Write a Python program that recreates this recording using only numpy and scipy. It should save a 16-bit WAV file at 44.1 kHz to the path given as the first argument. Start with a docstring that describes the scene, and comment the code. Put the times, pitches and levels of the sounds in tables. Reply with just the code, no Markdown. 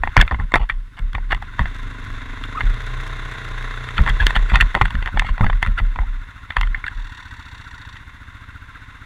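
"""Loose plastic clacks over an idling single-cylinder quad bike, which revs for a few seconds and idles again.
Each firing puffs through an echoing silencer; piston and valve strokes flutter as noise, the intake gulps.
The rider's helmet camera clacks in its ringing case on rough woodland ground and drones low on a springy mount.
A second quad works ahead, heard as dull exhaust puffs; leaves and twigs crackle under open throttle.
Near the end a ratcheting rasp slows down and stops."""
import sys
import numpy as np
from scipy import signal
from scipy.fft import rfft, irfft, next_fast_len
from scipy.io import wavfile

SR = 44100
rng = np.random.default_rng(int(sys.argv[2]) if len(sys.argv) > 2 else 0)


def put_to_file(sound):
    """Save the sound as 16-bit audio at rate SR, in the file named by the first command-line argument."""
    columns = np.atleast_2d(sound).T  # one column per channel
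    safe = np.clip(columns, -1, 1)
    whole_steps = np.round(safe * 32767)
    wavfile.write(sys.argv[1], SR, whole_steps.astype(np.int16))


N = 399105
T = np.arange(N) / SR  # time [s]

# steady outdoor hiss: (frequency [Hz], level [dB])
AIR = [(100, -11), (600, -24), (3000, 6), (6000, -6), (11000, -9.5), (16000, -22)]
# speed and loudness of the quad ahead: (time [s], firing rate [1/s], level [dB])
AHEAD = [(0, 18, -54), (1.5, 27, -34), (1.85, 30.8, -31), (2.2, 18.8, -33), (2.8, 32.7, -33.5),
         (3.25, 35.8, -37), (3.6, 38, -44), (4.4, 33, -58), (6.2, 27.5, -41.5), (9.05, 25.4, -41.5)]
# its dull exhaust colour: (frequency [Hz], level [dB])
AHEAD_PIPE = [(20, 11.5), (60, 2.5), (110, 2.5), (160, -10), (260, -13), (450, -25), (1500, -83)]
# colour of leaves and twigs breaking under the tyres: (frequency [Hz], level [dB])
LITTER = [(500, -26), (1600, 5), (4500, -12.5), (8000, -18), (15000, -31)]
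# colour of the ratcheting rasp: (frequency [Hz], level [dB])
RASP = [(700, -14), (980, 18), (1200, -3), (1600, 1.5), (1860, 18), (2350, -18), (2700, 6), (3150, -7),
        (3450, 7), (3750, 9), (4100, -4), (4450, 2), (4800, -12), (5350, -13), (5780, -3), (6100, -13),
        (7450, -9.5), (8000, -17), (14000, -34)]
# the rasp slows at a steady pace
RASP_START_S, RASP_STROKES_PER_S, RASP_SLOWING_PER_S2 = 6.85, 43, 16
RASP_RISE_S, RASP_LENGTH_S, RASP_STOP_S, RASP_DB = 0.19, 1.15, 0.013, -46.5

# plastic rubbing on plastic:
# (time [s], length [s], pitch [Hz], level [dB], bend [share of the pitch])
SQUEAKS = [(0.209, 0.01, 1692, -8.5, -0.003), (1.415, 0.02, 836, -37.5, -0.18),
           (2.544, 0.024, 1090, -31.5, 0.36), (2.562, 0.039, 1290, -26.5, -0.088),
           (4.195, 0.026, 1650, -19, 0.173), (5.423, 0.028, 1210, -27.5, 0.31),
           (5.769, 0.036, 1386, -27, -0.2)]
# the case slides in its mount; the last row is the final tick of the ratcheting rasp: (time [s], length [s],
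# level [dB], hollow ring [dB re clack])
SCRAPES = [(0.313, 0.023, -30.5, 23), (0.382, 0.041, -37, 9), (0.56, 0.021, -28, -1),
           (0.584, 0.064, -36, 6), (0.69, 0.015, -28, -27), (0.966, 0.032, -38.5, -4.5),
           (1.14, 0.027, -39, -1), (1.303, 0.029, -25.5, -3), (1.593, 0.038, -33.5, 1),
           (2.561, 0.065, -40, -4), (3.963, 0.022, -29, -23), (4.056, 0.04, -26, 3),
           (4.189, 0.061, -29, -3.5), (4.348, 0.028, -19.5, -8), (4.49, 0.026, -27, -15),
           (4.532, 0.048, -21.5, 1), (4.75, 0.029, -23.5, 11), (5.058, 0.037, -31.5, 1),
           (5.158, 0.019, -37, 4), (5.242, 0.068, -34, -16), (5.39, 0.031, -32, 15),
           (5.432, 0.033, -32.5, 0), (5.775, 0.025, -27.5, -15), (5.994, 0.056, -41.5, 14),
           (7.955, 0.016, -40, -15)]
# knocks of the camera case, levels before the trims in knocks():
# (time [s], clack [dB], hollow ring [dB re clack], sharp edge [dB re clack])
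KNOCKS = [(0.0347, -16.5, 4, -31), (0.0738, -25, 7, -32), (0.1661, -8, 4.5, -27), (0.175, -9.5, -13, -34),
          (0.19, -19.5, -1, -40), (0.2, -16.5, 4.5, -48), (0.213, -14, -22, -12.5), (0.223, -21, 1.5, -31),
          (0.277, -25.5, -29, -30), (0.3102, -21, 1, -56), (0.3165, -32, 13.5, -44), (0.322, -32, -2, -20),
          (0.344, -27.5, 4, -39), (0.3975, -28, -2, -41), (0.5193, -27.5, 1.5, -20), (0.539, -10, 0, -47),
          (0.545, -16.5, 2, -40), (0.556, -12, 2.5, -22), (0.697, -16, -19, -46), (0.706, -36, -23, -26),
          (0.991, -37, -2, -12), (1.131, -36.5, -7, -12), (1.1495, -24, 2.5, -25), (1.1808, -35, 8.5, -34),
          (1.308, -24.5, -10, -33), (1.3199, -18.5, -15, -26), (1.3278, -17.5, 1.5, -27),
          (1.347, -26.5, -2, -17), (1.4238, -32.5, -2, -17), (1.5919, -18, 4, -26), (1.656, -25, -6, -29),
          (2.4378, -27.5, -29, -16.5), (2.6065, -19, -5, -32), (3.888, -27, -20, -17),
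          (3.9797, -16.5, -35, -28), (3.989, -21.5, 0.5, -49), (4.062, -23.5, -1, -25),
          (4.0763, -19.5, -13, -25), (4.086, -20, 0, -38), (4.094, -27, -8, -7), (4.098, -22, -14, -33),
          (4.2063, -30.5, -23, -12), (4.267, -11, -31, -10.5), (4.306, -20, 0, -19),
          (4.363, -14.5, -6, -25), (4.5175, -26, 3, -39), (4.5417, -23.5, -10, -31),
          (4.5564, -9.5, -11, -25), (4.601, -16, -21, -42), (4.6087, -8, -31, -19.5),
          (4.7438, -26, -8, -27), (4.75, -13, -1, -22.5), (4.8124, -12.5, 7, -42), (4.818, -20, -15, -16),
          (4.854, -19, -6.5, -22), (4.9053, -30.5, 2.5, -15), (4.952, -25, -9.5, -24),
          (5.025, -27.5, -1.5, -23), (5.059, -24, -12, -19), (5.074, -23.5, -16, -26),
          (5.1723, -22, 5.5, -28), (5.195, -13, -15, -16), (5.2204, -28, 8.5, -38), (5.246, -36, 8.5, -36),
          (5.289, -30, 7.5, -33), (5.379, -29, 0.5, -24), (5.4087, -22.5, 6.5, -42),
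          (5.4426, -28.5, 9.5, -19), (5.464, -21.5, -4, -31), (5.4982, -24, 6.5, -31),
          (5.529, -27.5, -1, -44), (5.6269, -14, -4, -18), (5.648, -28, -3, -31), (5.6621, -23, -6, -24),
          (5.672, -29, -6, -18), (5.786, -23.5, -20, -34), (5.799, -30, 3, -38), (5.9585, -34, 9.5, -22),
          (5.988, -27.5, 7.5, -46), (6.5042, -23.5, -38, -30), (6.567, -13.5, 0.5, -24.5),
          (6.6117, -20.5, -3, -13.5), (6.6313, -24, -2, -31), (6.672, -32, -7, -22),
          (6.7454, -19, -35, -38), (6.8401, -23, -15, -46), (6.865, -25, -35, -23),
          (6.88, -21.5, -40, -24.5)]
# modes of the case, before each hit varies them: (frequency [Hz], width [Hz], level [dB])
CASE_MODES = [(194, 71, -5), (385, 5.1, -1), (732, 266, 1.5), (830, 840, -11), (946, 63, 5),
              (988, 206, 12.5), (1385, 146, 1), (1813, 160, 6), (1860, 15.4, -3), (2015, 29, -4.5),
              (2070, 125, 4), (2356, 115, -6.5), (2705, 143, -5.5), (3323, 340, -10), (3566, 108, -7.5),
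              (4420, 180, -21.5), (4660, 3100, -7.5), (7810, 220, -6.5), (9360, 390, -10.5),
              (12500, 2500, -50)]
# colour of a thud through the mount: (frequency [Hz], level [dB])
THUD = [(25, 9.5), (55, 8), (110, -4.5), (150, -8.5), (230, -15.5), (320, -38), (600, -29.5), (1500, -69)]
# jolts that set the mount swinging, thuds before the trim in thuds():
# (time [s], length of the push [s], swing [dB], thud [dB])
JOLTS = [(0, 0.11, -34, -18), (0.174, 0.035, -8, -2.5), (0.392, 0.048, -16.5, -15),
         (0.604, 0.03, -14.5, -16.5), (0.71, 0.072, -20.5, -48), (0.993, 0.069, -17, -22),
         (1.141, 0.21, -21.5, -25.5), (1.592, 0.023, -15.5, -13.5), (2.635, 0.063, -11.5, -26.5),
         (3.988, 0.024, -12, -6.5), (4.092, 0.056, -15.5, -11), (4.206, 0.06, -13, -10),
         (4.364, 0.066, -12, -11), (4.521, 0.04, -10, -8.5), (4.608, 0.04, -10.5, -12),
         (4.745, 0.0093, -10.5, -14.5), (4.812, 0.023, -16, -7), (4.945, 0.076, -19.5, -18),
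         (5.143, 0.058, -13.5, -16.5), (5.286, 0.034, -12, -25), (5.408, 0.028, -20, -7),
         (5.445, 0.023, -12.5, -10), (5.497, 0.061, -13, -34), (5.666, 0.051, -12.5, -16),
         (5.802, 0.078, -14, -15), (5.988, 0.032, -13.5, -35), (6.068, 0.081, -20, -34),
         (6.569, 0.13, -16.5, -20), (6.947, 0.07, -24, -33)]
# a swing builds up, lasts as long as the push, then dies: the shorter the push, the sooner
SWING_RISE_S, SWING_SETTLE_SHARE, SWING_SETTLE_MAX_S = 0.0161, 0.68, 0.054
# the mount is a spring that stiffens as it bends: pitch at rest, and its rise per unit of swing
MOUNT_HZ, STIFFENING_HZ = 32.05, 14

# engine speed: (time [s], firing rate [1/s])
SPEED = [(0, 13.8), (1.27, 13.5), (1.5, 19), (1.7, 24.7), (1.8, 25.57), (2.0, 26.05), (2.28, 25.56),
         (2.47, 26.5), (2.7, 29.12), (2.9, 30.56), (3.1, 31.45), (3.38, 31.55), (3.58, 30.36), (3.92, 30.4),
         (4.2, 30.9), (4.55, 31), (4.8, 17.5), (5, 14.5), (5.85, 13.5), (6.4, 13.7), (6.5, 14.6),
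         (8.45, 14.63), (8.6, 15.1), (9.05, 15.3)]
# level ride over the whole engine mix: (time [s], level [dB])
ENGINE_LEVEL = [(0, -42), (0.8, -56.5), (1.64, -43), (2.79, -39.5), (4.23, -38), (5.27, -43), (6.3, -45.5),
                (7.69, -45), (8.09, -46), (9.05, -46)]
FIRING_AT_S = 7.052  # the moment of one firing, which sets the place of all the others
# exhaust colour at idle: (frequency [Hz], level [dB])
IDLE_PIPE = [(15, -20), (30, -12), (60, 7), (105, 0.5), (150, -12.5), (205, -24), (255, -10), (295, -13.5),
             (360, -46), (1500, -52.5)]
# exhaust colour under throttle: (frequency [Hz], level [dB])
OPEN_PIPE = [(20, -10), (60, -4), (90, 10.5), (125, -6.5), (155, -1), (190, -10), (212, -11), (240, -7.5),
             (305, -2.5), (340, -7), (390, -8.5), (450, -3.5), (490, -12), (545, -16), (585, -10.5),
             (620, -20), (660, -1.5), (710, -47), (765, -6), (830, -18), (1500, -57)]
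# colour of the engine's mechanical noise, body: (frequency [Hz], level [dB])
CLATTER = [(150, -13.5), (600, -18), (850, -12), (1040, 4.5), (1220, -3.5), (1450, 2.5), (1800, 1),
           (2080, 2.5), (2400, -11), (2760, -5.5), (3020, -27), (4000, -62)]
# colour of the engine's mechanical noise, top end: (frequency [Hz], level [dB])
HISS = [(2600, -7), (3050, -6), (3600, 6.5), (4100, -5.5), (4900, -17.5), (6300, -13), (7500, -16.5),
        (8700, -27), (10300, -19.5), (12000, -35.5), (15000, -33), (16500, -53)]
# piston and valve strokes: (place [share of the engine cycle], level [dB])
STROKES = [(.0, -2), (0.2, 13.5), (0.502, 8.5), (0.782, 3.5)]
# the crank shakes the frame under load: (multiple of the firing rate, level [dB])
SHAKE = [(1, 4), (2, -7.5), (4, -1)]
# how much the hiss and the open exhaust gain on the clatter as the throttle opens
HISS_RISE_DB, EXHAUST_RISE_DB = 2.5, 12
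# the whole clatter swells with each gulp; under load loose panels buzz at the firings
SURGE_DB, RATTLE_SHARE, RATTLE_SPREAD_DB, RATTLE_S = 3.4, 0.3, 2, 0.004
# the intake gulps once a cycle through a resonance that sinks during the gulp
GULP_HZ, GULP_WIDTH_HZ, GULP_SINK_HZ = 1470, 260, 111
GULP_DB, GULP_AT_SHARE, GULP_SHARPNESS = -2.5, 0.07, 1.3
# the silencer booms at part throttle: its pitch and width, and the firing rates around which it is woken
BOOM_HZ, BOOM_WIDTH_HZ, BOOM_DB = 265, 68, -2.5
BOOM_FIRINGS_PER_S, BOOM_SPAN_PER_S = 26.92, 2.76
# resonances of the silencer's steel shell, rung under load: (frequency [Hz], level [dB])
SHELL = [(1065, -9), (1435, -8.5)]
SHELL_WIDTH_HZ = 140

EDGE_HZ = 16000  # top of the final band


def amp(db):
    """Decibels to gain."""
    return 10 ** (np.asarray(db) / 20)


def unit(x):
    """Scales to rms 1."""
    return x / np.sqrt(np.mean(x ** 2) + 1e-20)


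def curve(rows, axis=1):
    """One column of a table, joined by straight lines in time."""
    rows = np.asarray(rows, float)
    return np.interp(T, rows[:, 0], rows[:, axis])


def colour(points, size):
    """Gain of a spectrum at the bins of an FFT, joined over log frequency."""
    hz, db = np.transpose(points)
    bins = np.fft.rfftfreq(size, 1 / SR)
    return amp(np.interp(np.log(bins + 1), np.log(hz), db))


def tinted(x, points):
    """Filters a sound by a spectrum, to rms 1."""
    size = next_fast_len(len(x) + 4096)
    return unit(irfft(rfft(x, size) * colour(points, size), size)[:len(x)])


def drift(per_s):
    """Random wander of rms 1, with a new target per_s times a second."""
    knots = rng.standard_normal(16000)
    return unit(np.interp(T * per_s, np.arange(len(knots)), knots))


def strikes(turns, spread_db):
    """One click of uneven size at each whole turn."""
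    hit = np.diff(np.floor(turns), prepend=np.floor(turns[0])) > 0
    return hit * amp(spread_db * rng.standard_normal(N))


def fading(clicks, decay_s):
    """Each click starts an exponential decay."""
    return signal.lfilter([1], [1, -np.exp(-1 / (SR * decay_s))], clicks)


def add(mix, s, sound):
    """Mixes a sound in at a time."""
    part = mix[max(round(s * SR), 0):][:len(sound)]
    part += sound[:len(part)]


def resonate(x, hz, width_hz):
    """A resonance whose centre follows a curve."""
    turn = np.exp(2j * np.pi * np.cumsum(hz) / SR)
    r = np.exp(-np.pi * width_hz / SR)
    return (turn * signal.lfilter([(1 - r) ** 2], [1, -2 * r, r * r], x / turn)).real


def ringing(firings, hz, width_hz):
    """The firings through one steep resonance, to rms 1."""
    resonance = signal.iirpeak(hz, hz / width_hz, fs=SR)
    once = signal.lfilter(*resonance, firings)
    return unit(signal.lfilter(*resonance, once))


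def exhaust(clicks, pipe, smear_s, size=8192):
    """Every firing sends one puff through a silencer whose echoes smear it."""
    t = np.arange(size) / SR
    echoes = np.roll(rng.standard_normal(size) * np.exp(-t / smear_s), size // 4)
    phase = np.angle(rfft(echoes))  # the echoes give the timing, the pipe alone the colour
    puff = irfft(np.exp(1j * phase) * colour(pipe, size)) * signal.windows.tukey(size, .5)
    return unit(signal.fftconvolve(clicks, puff)[size // 4:][:N])


def throttle():
    """Opening of the throttle, 0 at idle to 1, from the engine speed."""
    return np.clip((curve(SPEED) - 16) / 13, 0, 1)


def air(level_db=-65):
    """A steady bed of outdoor hiss, made of coloured noise."""
    return amp(level_db) * tinted(rng.standard_normal(N), AIR)


def quad_ahead():
    """The other machine is heard only by its dull exhaust."""
    firings = strikes(np.cumsum(curve(AHEAD)) / SR, spread_db=1)
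    return exhaust(firings, AHEAD_PIPE, smear_s=0.031) * amp(curve(AHEAD, axis=2))


def litter(per_s=35, crack_s=0.003, level_db=-50):
    """Leaves and twigs crackle under the tyres while the throttle is open."""
    sizes = amp(3.5 * np.minimum(rng.exponential(1, N), 2))
    cracks = (rng.random(N) < per_s / SR) * sizes
    crackle = tinted(fading(cracks, crack_s) * rng.standard_normal(N), LITTER)
    return amp(level_db) * throttle() * crackle


def rasp(stroke_s=0.0044):
    """Short noisy scrapes that come ever more slowly, then stop."""
    t = T - RASP_START_S
    running = t > 0
    rate = (RASP_STROKES_PER_S - RASP_SLOWING_PER_S2 * t) * running
    clicks = strikes(np.cumsum(rate) / SR, spread_db=1)
    strokes = fading(fading(clicks, stroke_s), stroke_s)
    envelope = np.clip(np.minimum(t / RASP_RISE_S, (RASP_LENGTH_S - t) / RASP_STOP_S), 0, 1)
    grating = tinted(strokes * rng.standard_normal(N), RASP)
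    # the silence before the start must not raise the level
    return np.sqrt(running.mean()) * grating * amp(RASP_DB) * envelope


def squeaks(jitter=0.032, jitter_per_s=350, rough_db=3, octave_db=-7):
    """Plastic sticks and slips at an unsteady bending pitch, with an octave overtone when pressed hard."""
    out = np.zeros(N)
    waver = 1 + jitter * drift(jitter_per_s)
    rough = amp(rough_db * drift(jitter_per_s))
    for s, length, hz, db, bend in SQUEAKS:
        during = (T >= s) & (T < s + length)
        pitch = hz * (1 + bend * ((T[during] - s) / length - .5)) * waver[during]
        angle = 2 * np.pi * np.cumsum(pitch) / SR
        overtone = amp(octave_db + db / 2) * np.sin(2 * angle)
        rub = (np.sin(angle) + overtone) * rough[during]
        add(out, s, amp(db) * unit(rub * signal.windows.hann(len(rub))))
    return out


def swing_size():
    """How widely the mount swings: attack, hold and release at each jolt."""
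    power = np.zeros(N)
    t = np.arange(SR // 2) / SR
    for s, length, db, _ in JOLTS:
        settle_s = min(SWING_SETTLE_SHARE * length, SWING_SETTLE_MAX_S)
        attack = np.minimum(t / SWING_RISE_S, 1)
        release = np.exp(-np.maximum(t - length, 0) / settle_s)
        add(power, s, (amp(db) * attack * release) ** 2)
    return np.sqrt(power)


def wobble(rumble_db=-14, tremble_db=-30, waver=0.025):
    """The camera swings on its springy mount at each jolt and trembles under throttle, with a little rumble."""
    size = np.hypot(swing_size(), amp(tremble_db) * throttle())
    hz = (MOUNT_HZ + STIFFENING_HZ * size) * (1 + waver * drift(22))
    swing = np.sin(2 * np.pi * np.cumsum(hz) / SR)
    rumble = amp(rumble_db) * tinted(rng.standard_normal(N), THUD)
    return size * (unit(swing) + rumble)


def thuds(jolt_db=-4, knock_db=-19, follow=0.36, hollow_follow=0.48, rise_s=0.003, thud_s=0.027, size=4096):
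    """Dull pushes through the mount: one per jolt, a lighter one under each knock, most when hollow."""
    t, out = np.arange(size) / SR, np.zeros(N)
    pushes = [(s, jolt_db + db) for s, _, _, db in JOLTS]
    pushes += [(s, knock_db + follow * db + hollow_follow * hollow) for s, db, hollow, _ in KNOCKS]
    envelope = np.exp(-t / thud_s) * (1 - np.exp(-t / rise_s))
    for s, db in pushes:
        low = tinted(rng.standard_normal(size), THUD) * envelope
        add(out, s, amp(db) * low / np.sqrt(np.mean(low[:SR // 50] ** 2)))  # level over the first 20 ms
    return out


def case_rings(bright_db, detune=0.063, uneven_db=2.0, size=2048):
    """Case modes ring in three groups (hollow, clack, edge), each spot differently; bright_db lifts upper clack."""
    t = np.arange(size) / SR
    rings = np.zeros((3, size))
    spots = rng.standard_normal((len(CASE_MODES), 2))
    for k, ((hz, width, db), (shift, strength)) in enumerate(zip(CASE_MODES, spots)):
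        group = int(hz > 1200) + int(hz > 4500)
        tone = np.sin(2 * np.pi * (hz + shift * min(detune * hz, width / 2)) * t)
        upper = 2500 < hz < 4500
        gain = (-1) ** k * amp(db + upper * bright_db + uneven_db * strength) * width
        rings[group] += gain * np.exp(-np.pi * width * t) * tone
    rings[0] = signal.lfilter(*signal.butter(2, 1600, fs=SR), rings[0])
    rings[1] = signal.lfilter(*signal.butter(5, 4900, fs=SR), rings[1])
    return rings


def chatter(per_s=250, level_db=-19.0, hollow_db=-1, edge_db=-26, spread_db=4, follow=0.98,
            settle_s=0.013, rise_s=0.0065, swing_db=-22):
    """After each knock, and while the mount swings, the loose case keeps ticking faintly."""
    blows = np.zeros(N)
    for s, db, *_ in KNOCKS:
        add(blows, s, amp([2 * follow * db]))  # as power
    knock_shake = np.sqrt(fading(fading(blows, settle_s), rise_s) / (rise_s * SR))
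    shake = np.hypot(knock_shake, amp(swing_db) * swing_size())
    ticks = (rng.random(N) < per_s / SR) * rng.choice([-1, 1], N)
    ticks = ticks * amp(spread_db * np.minimum(rng.exponential(1, N), 3))
    ring = amp([hollow_db, 0, edge_db]) @ np.array([unit(r) for r in case_rings(bright_db=2)])
    return amp(level_db) * shake * unit(signal.fftconvolve(ticks, ring)[:N])


def scrapes(slips_per_s=900, spread_db=4, edge_db=-26, size=8192):
    """The case sticks and slips: a cluster of tiny blows that swells and fades."""
    t, out = np.arange(size) / SR, np.zeros(N)
    for s, length, db, hollow in SCRAPES:
        swell = np.sqrt(np.maximum(np.sin(np.pi * np.minimum(t / length, 1)), 0))
        slips = (rng.random(size) < slips_per_s / SR) * rng.choice([-1, 1], size)
        slips = slips * amp(spread_db * rng.standard_normal(size))
        parts = signal.fftconvolve(case_rings(bright_db=2.5), (slips * swell)[None], axes=1)[:, :size]
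        sound = amp([hollow, 0, edge_db]) @ np.array([unit(p) for p in parts])
        add(out, s, amp(db) * unit(sound) * np.sqrt(length * SR / size))  # level over the scrape's own length
    return out


def knocks(contact_s=0.0011, buzz=0.14, buzz_s=0.006, scrape=0.047, scrape_s=0.034, clack_db=1,
           hollow_db=-3, edge_db=-3, bright_per_edge=0.3, dull_per_hollow=0.19, size=2048):
    """Loose plastic scrapes, hits and buzzes, ringing the case."""
    lead = SR // 100  # room for the slide before the hit
    t, out = (np.arange(size) - lead) / SR, np.zeros(N)
    after = np.maximum(t, 0)
    hit = (t >= 0) * (np.exp(-after / contact_s) + buzz * np.exp(-after / buzz_s))
    slide = (t < 0) * scrape * np.exp(-abs(t) / scrape_s)
    for s, db, hollow, edge in KNOCKS:
        grit = rng.standard_normal(size)
        glancing = min(amp(2.8 * (edge + 25.5)), 1)  # a glancing blow has a sharper edge and slides before it hits
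        force = grit ** 3 / 2 * (hit + glancing * slide)
        force[lead] += 4  # the first contact
        bright_db = bright_per_edge * (edge + 25) - dull_per_hollow * max(hollow + 8, 0)
        parts = signal.fftconvolve(case_rings(bright_db), force[None], axes=1)[:, :size]
        onset = parts[:, lead:][:, :SR // 167]  # the first 6 ms set the level
        parts /= np.sqrt(np.mean(onset ** 2, 1, keepdims=True))
        ring = amp(db + np.array([hollow + hollow_db, clack_db, edge + edge_db])) @ parts
        add(out, s - lead / SR, ring * signal.windows.tukey(size, .3))
    return out


def chug(turns, depth):
    """Under load the beat limps: every other engine cycle is stronger. Keeps the power."""
    swing = np.clip(depth, 0, 1) * throttle()
    return (1 + swing * np.cos(np.pi * turns)) / np.sqrt(1 + swing ** 2 / 2)


def rattle(turns, grain_db=4):
    """Under load the firings shake loose panels into short, gritty buzzes, most on every other cycle."""
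    shakes = strikes(turns, RATTLE_SPREAD_DB) * chug(turns, 0.31)
    buzz = fading(fading(shakes, RATTLE_S), RATTLE_S) * amp(grain_db * drift(900))
    return RATTLE_SHARE * throttle() * unit(buzz)


def gulps(turns, load_drop_db=4):
    """Air rushes into the intake once in every cycle, a rounded chuff that is clearest at idle."""
    angle = 2 * np.pi * (turns - GULP_AT_SHARE)
    rush = np.exp(GULP_SHARPNESS * np.cos(angle)) * amp(1.2 * drift(15)) * rng.standard_normal(N)
    chuff = unit(resonate(rush, GULP_HZ - GULP_SINK_HZ * np.sin(angle), GULP_WIDTH_HZ))
    return amp(GULP_DB - load_drop_db * throttle()) * chuff


def boom(firings):
    """Firings ring the silencer: its chamber at middling engine speed, its shell at open throttle."""
    woken = np.exp(-((curve(SPEED) - BOOM_FIRINGS_PER_S) / BOOM_SPAN_PER_S) ** 2 / 2)
    chamber = amp(BOOM_DB) * woken * ringing(firings, BOOM_HZ, BOOM_WIDTH_HZ)
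    shell = sum(amp(db) * ringing(firings, hz, SHELL_WIDTH_HZ) for hz, db in SHELL)
    return chamber + throttle() ** 2 * shell


def exhaust_pipe(firings, load, idle_db=3.5, open_db=-13.0, gas_db=-14, open_gas_db=-17):
    """Idle puffs give way to open-throttle puffs, each with a burst of gas noise at the firings."""
    pipe = amp(idle_db) * (1 - load) ** 2 * exhaust(firings, IDLE_PIPE, smear_s=0.012)
    pipe += amp(open_db + EXHAUST_RISE_DB * load) * load * exhaust(firings, OPEN_PIPE, smear_s=0.015)
    gas = fading(firings, decay_s=0.032) * rng.standard_normal(N)
    pipe += amp(gas_db) * tinted(gas, IDLE_PIPE)
    open_gas = fading(firings, decay_s=0.015) * rng.standard_normal(N)
    pipe += amp(open_gas_db) * load * tinted(open_gas, OPEN_PIPE)
    return pipe


def frame_shake(turns, load):
    """The crank shakes the frame under load, as unsteady low tones locked to the firings."""
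    tones = sum(amp(db) * unit(np.sin(2 * np.pi * round(k) * turns)) for k, db in SHAKE)
    return np.sqrt(load) * amp(3.2 * drift(16)) * tones


def mechanical_noise(turns, load, steady, clatter_db=1.0, hiss_db=-9, stroke_s=0.01, hiss_wash=0.17,
                     flutter_db=0.5, flutter_per_s=220):
    """Piston and valve strokes burst into fluttering clatter and hiss that swell with each gulp."""
    strokes = sum(amp(db) * strikes(turns - share, spread_db=1.3) for share, db in STROKES)
    beat = unit(fading(fading(strokes * steady, stroke_s), stroke_s) / (1 + 0.27 * load))
    wash = .25 + rattle(turns)  # noise between the strokes
    flutter = unit(amp(flutter_db * drift(flutter_per_s)))
    clatter = amp(clatter_db) * tinted((beat + wash) * flutter * rng.standard_normal(N), CLATTER)
    hiss = amp(hiss_db) * tinted((beat + wash + hiss_wash) * flutter * rng.standard_normal(N), HISS)
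    surge = amp(SURGE_DB * (1 - load / 2) * np.cos(2 * np.pi * (turns - GULP_AT_SHARE)))
    return surge * (clatter + hiss * amp(HISS_RISE_DB * load))


def engine(pipe_limp=0.045, clatter_limp=0.043):
    """One turning cycle drives exhaust puffs, intake gulps, mechanical noise, frame shake and silencer boom."""
    rate = curve(SPEED)
    turns = np.cumsum(rate) / SR + .0035 * drift(12)  # engine cycles, slightly unsteady
    turns -= np.interp(FIRING_AT_S, T, turns)
    load = throttle()
    steady = np.sqrt(rate.mean() / rate)  # loudness is set by the level curve, whatever the speed
    firings = strikes(turns, spread_db=1) * steady * chug(turns, pipe_limp)
    noise = (gulps(turns) + mechanical_noise(turns, load, steady)) * chug(turns, clatter_limp)
    mix = noise + exhaust_pipe(firings, load) + frame_shake(turns, load) + boom(firings)
    return amp(curve(ENGINE_LEVEL)) * mix


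def scene():
    """Both machines, the shaking camera and the wood, in mono."""
    background = air() + quad_ahead() + litter() + rasp()
    camera = squeaks() + wobble() + thuds() + chatter() + scrapes() + knocks()
    return (background + camera + engine())[None]


def record(dry):
    """The deepest bass is cut away, the input overloads on the hardest knocks; then the band limit."""
    dry = signal.lfilter(*signal.butter(2, 12, "high", fs=SR), dry)
    clipped = dry / (1 + (dry / .97) ** 8) ** (1 / 8)
    low_pass = signal.firwin(255, EDGE_HZ, window=("kaiser", 9), fs=SR)
    return signal.oaconvolve(clipped, low_pass[None], "same")


dry = scene()
out = record(dry)
put_to_file(out)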